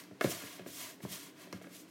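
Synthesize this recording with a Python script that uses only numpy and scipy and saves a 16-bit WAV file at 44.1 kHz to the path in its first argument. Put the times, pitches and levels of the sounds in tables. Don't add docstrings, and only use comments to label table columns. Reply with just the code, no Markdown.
import sys
import numpy as np
from scipy import signal
from scipy.fft import rfft, irfft, next_fast_len
from scipy.io import wavfile
from scipy.ndimage import map_coordinates

SR = 44100
rng = np.random.default_rng(int(sys.argv[2]) if len(sys.argv) > 2 else 0)


def master(y):
    cut = np.clip(np.atleast_2d(y).T, -1, 1)
    pcm = np.round(cut * 32767)
    wavfile.write(sys.argv[1], SR, pcm.astype(np.int16))


N = 83790

# f/Hz, width/Hz, level/dB
HUM_BANDS = [(180.6, 11.3, -65), (293.4, 61, -60.5)]
# f/Hz, t60/s
ROOM_DECAY = [(100, 0.3), (400, .3), (2000, 0.31), (12000, 0.089)]

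# t/s, hiss level/dB, scrape offset/dB
RUB_SPAN_1 = [(0.0, -53.5, -3), (0.108, -80, 8.5), (0.192, -83, 11), (0.205, -67.5, 7)]
RUB_SPAN_2 = [(0.22, -49.5, -4), (0.236, -49.5, -4), (0.242, -42.5, -1), (0.282, -49, -3), (0.3, -41, -14.5),
              (0.322, -41, -9), (0.352, -48.5, -2), (0.558, -55.5, -2), (0.64, -74, 10), (0.65, -70, 4)]
RUB_SPAN_3 = [(0.675, -53, -8), (0.681, -52.5, -7), (0.723, -52.5, -10), (0.817, -44.5, -8),
              (0.907, -53.5, -1), (0.933, -58.5, -4), (0.995, -75.5, -1)]
RUB_SPAN_4 = [(1.015, -69, -6), (1.031, -54, -3), (1.067, -59.5, 0), (1.107, -50.5, -12.5), (1.127, -42, -11),
              (1.183, -51, -7), (1.273, -56, -3.5), (1.343, -77, 7.5), (1.357, -72.5, 5.5),
              (1.421, -56.5, 1.5), (1.471, -66.5, 4.5), (1.505, -73, 4.5)]
RUB_SPAN_5 = [(1.56, -63.5, 4.5), (1.612, -76, 5), (1.622, -64.5, -3), (1.688, -70.5, 1), (1.752, -53, -9.5),
              (1.814, -59, -10.5), (1.87, -75.5, 7.5), (1.89, -67, -4)]
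# t/s, wall level/dB, clack level/dB, wall pitch factor
TUB_KNOCKS = [(.111, -45.5, -55, 1.08), (.211, -24.5, -20, 1.09), (0.244, -15.5, -30.5, 0.967),
              (0.257, -33, -49, 0.944), (.317, -45, -40, 1.03), (.436, -40, -41.5, 0.79),
              (.594, -37, -40, 1.02), (.662, -33.5, -41.5, 0.98), (1.003, -49.5, -45.5, 1.6),
              (1.0507, -35, -61, 1.014), (1.472, -44.5, -51, 1.05), (1.528, -35, -36, 0.88),
              (1.614, -46.5, -46.5, 1.12), (1.643, -45, -43, 0.9), (1.669, -40.5, -47, 0.96)]
# t/s, level/dB
DOUGH_SNAPS = [(.038, -49), (.243, -30.5), (1.5267, -36), (1.6237, -51)]
TUB_THUDS = [(0.115, -46), (0.249, -31), (.256, -26), (0.29, -38), (0.443, -46), (0.606, -45),
             (0.684, -47), (1.035, -34.5), (1.05, -33.5), (1.107, -49), (1.533, -43), (1.544, -39)]
PALM_SLAPS = [(.245, -34), (1.050, -41.5), (1.528, -47)]
DOUGH_SQUISHES = [(.3145, -36), (1.128, -47), (1.530, -51)]

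# f/Hz, relative level/dB, t60/s
WALL_MODES = [(275, -5, 0.053), (340, -4, 0.036), (365.3, -3.5, 0.053), (415, -10, 0.062), (576, -5, 0.039),
              (557, -11, 0.041), (620, -10, 0.021), (660, -31, 0.049)]
RIM_MODES = [(668, -11, 0.064), (1100, -21, 0.043), (1416, -14.5, 0.056), (1669, -11.5, .06),
             (2003, -29, 0.04), (2154, -11, 0.046), (2600, -8, 0.011), (3230, -15, 0.019)]
BOTTOM_MODES = [(105.3, -3.5, 0.044), (136.4, -3.5, 0.051), (185, -3.5, 0.12), (252, -12, 0.043)]
# f/Hz, relative level/dB
AIR_SPECTRUM = [(25, -42), (55, -21), (75, -47), (110, 1), (220, 0.5), (370, 4), (450, 1.5), (650, -6),
                (900, -10.5), (1600, -11), (2700, -14.5), (6000, -20.5), (15500, -29.5)]
HISS_SPECTRUM = [(200, 2), (900, -28.5), (2000, -1.5), (3000, 0.5), (4500, 1), (6300, 2.5), (9500, 0),
                 (12300, 0.5), (15500, -3.5)]
SCRAPE_SPECTRUM = [(60, -26), (130, -16), (330, -4), (450, -9.5), (620, 7), (810, -8.5), (1000, 1.5),
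                   (1300, -1), (1900, 1.5), (3200, -2.5), (6000, -10.5), (15000, -37)]
SNAP_SPECTRUM = [(300, -7), (1500, 4.5), (5000, 5), (7500, -1), (10000, -10), (15000, -9)]
CRACK_SPECTRUM = [(100, -32), (300, -8), (620, 7), (820, -18), (1100, 2.5), (2200, -3), (3500, -11),
                  (7000, -25.5), (15000, -30)]
SLAP_SPECTRUM = [(150, -17), (420, 5.5), (650, -11), (950, -3), (1300, -6), (2000, -25), (8000, -48)]
SQUISH_SPECTRUM = [(400, -17), (650, 13), (1200, -17), (2200, -1), (3000, 14), (4000, -9), (5700, 15.5),
                   (8500, -10), (12000, 3), (15000, -19)]


def amp(db):
    return 10 ** (np.asarray(db) / 20)


def unit(x):
    return x / np.sqrt(np.mean(x ** 2) + 1e-20)


def along(points, hz):
    points_hz, values = np.transpose(points)
    return np.interp(np.log(hz + 1), np.log(points_hz + 1), values)


def filtered(x, response):
    size = next_fast_len(len(x) + SR // 4)
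    return irfft(rfft(x, size) * response(np.fft.rfftfreq(size, 1 / SR)), size)[:len(x)]


def coloured(x, spectrum):
    return unit(filtered(x, lambda hz: amp(along(spectrum, hz))))


def add(track, start_s, sound):
    part = track[max(0, round(start_s * SR)):][:len(sound)]
    part += sound[:len(part)]


def fade(t, t60_s):
    return np.exp(-np.log(1000) * t / t60_s)


def ring(modes, attack_s, pitch=1, spread_s=0.00025, scatter_db=0.5):
    t, out = np.arange(SR // 4) / SR, 0
    for hz, db, t60_s in modes:
        age_s = np.maximum(t - spread_s * rng.random(), 0)
        gain = amp(db + scatter_db * rng.normal())
        envelope = fade(age_s, t60_s) * (1 - np.exp(-age_s / attack_s))
        out = out + gain * envelope * np.sin(2 * np.pi * hz * pitch * age_s)
    return out


def burst(spectrum, t60_s):
    t = np.arange(SR // 4) / SR
    return coloured(rng.standard_normal(len(t)), spectrum) * fade(t, t60_s)


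def near_walls(x, count=6, span_s=0.006, echo_db=-16.5):
    out = x.copy()
    for delay_s in span_s * rng.uniform(0.1, 1, count):
        add(out, delay_s, amp(echo_db) * x)
    return unit(out)


def in_kitchen(events, tail_db=-11.5, delay_s=0.012):
    out = np.zeros(N)
    for start_s, sound in events:
        hz, t, noise = signal.stft(rng.standard_normal(SR // 2), SR, nperseg=256)
        decay = fade(t, along(ROOM_DECAY, hz)[:, None])
        _, tail = signal.istft(noise * decay, SR, nperseg=256)
        response = np.pad(amp(tail_db) * tail / np.linalg.norm(tail), (1 + int(delay_s * SR), 0))
        response[0] = 1
        add(out, start_s, signal.fftconvolve(sound, response))
    return out


def room_tone(air_db=-61):
    out = amp(air_db) * coloured(rng.standard_normal(N), AIR_SPECTRUM)
    for centre_hz, width_hz, db in HUM_BANDS:
        hum = filtered(rng.standard_normal(N), lambda hz: 1 / (1 + (2 * (hz - centre_hz) / width_hz) ** 2))
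        out += amp(db) * unit(hum)
    return out


def friction(spectrum, flutter_db, flutter_hz, slips_per_s=6000, spread_db=2.5, slip_share=0.43):
    slips = (rng.random(N) < slips_per_s / SR) * np.sign(rng.normal(size=N))
    slips *= amp(spread_db * np.minimum(rng.exponential(size=N), 5))
    grain = np.sqrt(slip_share) * unit(slips) + np.sqrt(1 - slip_share) * rng.standard_normal(N)
    grip = map_coordinates(rng.standard_normal(SR // 20), [np.arange(N) * flutter_hz / SR])
    return unit(coloured(near_walls(grain), spectrum) * amp(flutter_db * grip))


def rubbing(hiss_trim_db=1, scrape_trim_db=1.5):
    times_s, hiss_db, offset_db = np.concatenate([RUB_SPAN_1, RUB_SPAN_2, RUB_SPAN_3, RUB_SPAN_4, RUB_SPAN_5]).T
    t = np.arange(N) / SR
    hiss = friction(HISS_SPECTRUM, flutter_db=-0.8, flutter_hz=90)
    hiss *= amp(hiss_trim_db + np.interp(t, times_s, hiss_db))
    scrape = friction(SCRAPE_SPECTRUM, flutter_db=1.0, flutter_hz=80)
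    scrape *= amp(scrape_trim_db + np.interp(t, times_s, hiss_db + offset_db))
    return hiss + scrape


def snaps():
    return [(s, amp(db) * burst(SNAP_SPECTRUM, t60_s=0.0084)) for s, db in DOUGH_SNAPS]


def knocks(crack_db=-6):
    events = []
    for s, wall_db, clack_db, pitch in TUB_KNOCKS:
        rim = ring(RIM_MODES, attack_s=0.0016)
        crack = amp(crack_db) * burst(CRACK_SPECTRUM, t60_s=0.03)
        wall = ring(WALL_MODES, attack_s=0.002, pitch=pitch)
        events.append((s, amp(wall_db) * wall + amp(clack_db) * (rim + crack)))
    return events


def thuds():
    return [(s, amp(db) * ring(BOTTOM_MODES, attack_s=0.0013)) for s, db in TUB_THUDS]


def slaps():
    return [(s, amp(db) * burst(SLAP_SPECTRUM, t60_s=0.036)) for s, db in PALM_SLAPS]


def squishes():
    return [(s, amp(db) * burst(SQUISH_SPECTRUM, t60_s=0.046)) for s, db in DOUGH_SQUISHES]


def scene():
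    return (room_tone() + rubbing() + in_kitchen(snaps() + knocks() + thuds() + slaps() + squishes()))[None]


def record(dry):
    low_cut_hz, top_hz = 93.6, 15850
    highpass = signal.butter(8, low_cut_hz, btype="high", fs=SR, output="sos")
    return filtered(signal.sosfilt(highpass, dry[0]), lambda hz: hz < top_hz)[None]


dry = scene()
out = record(dry)
master(out)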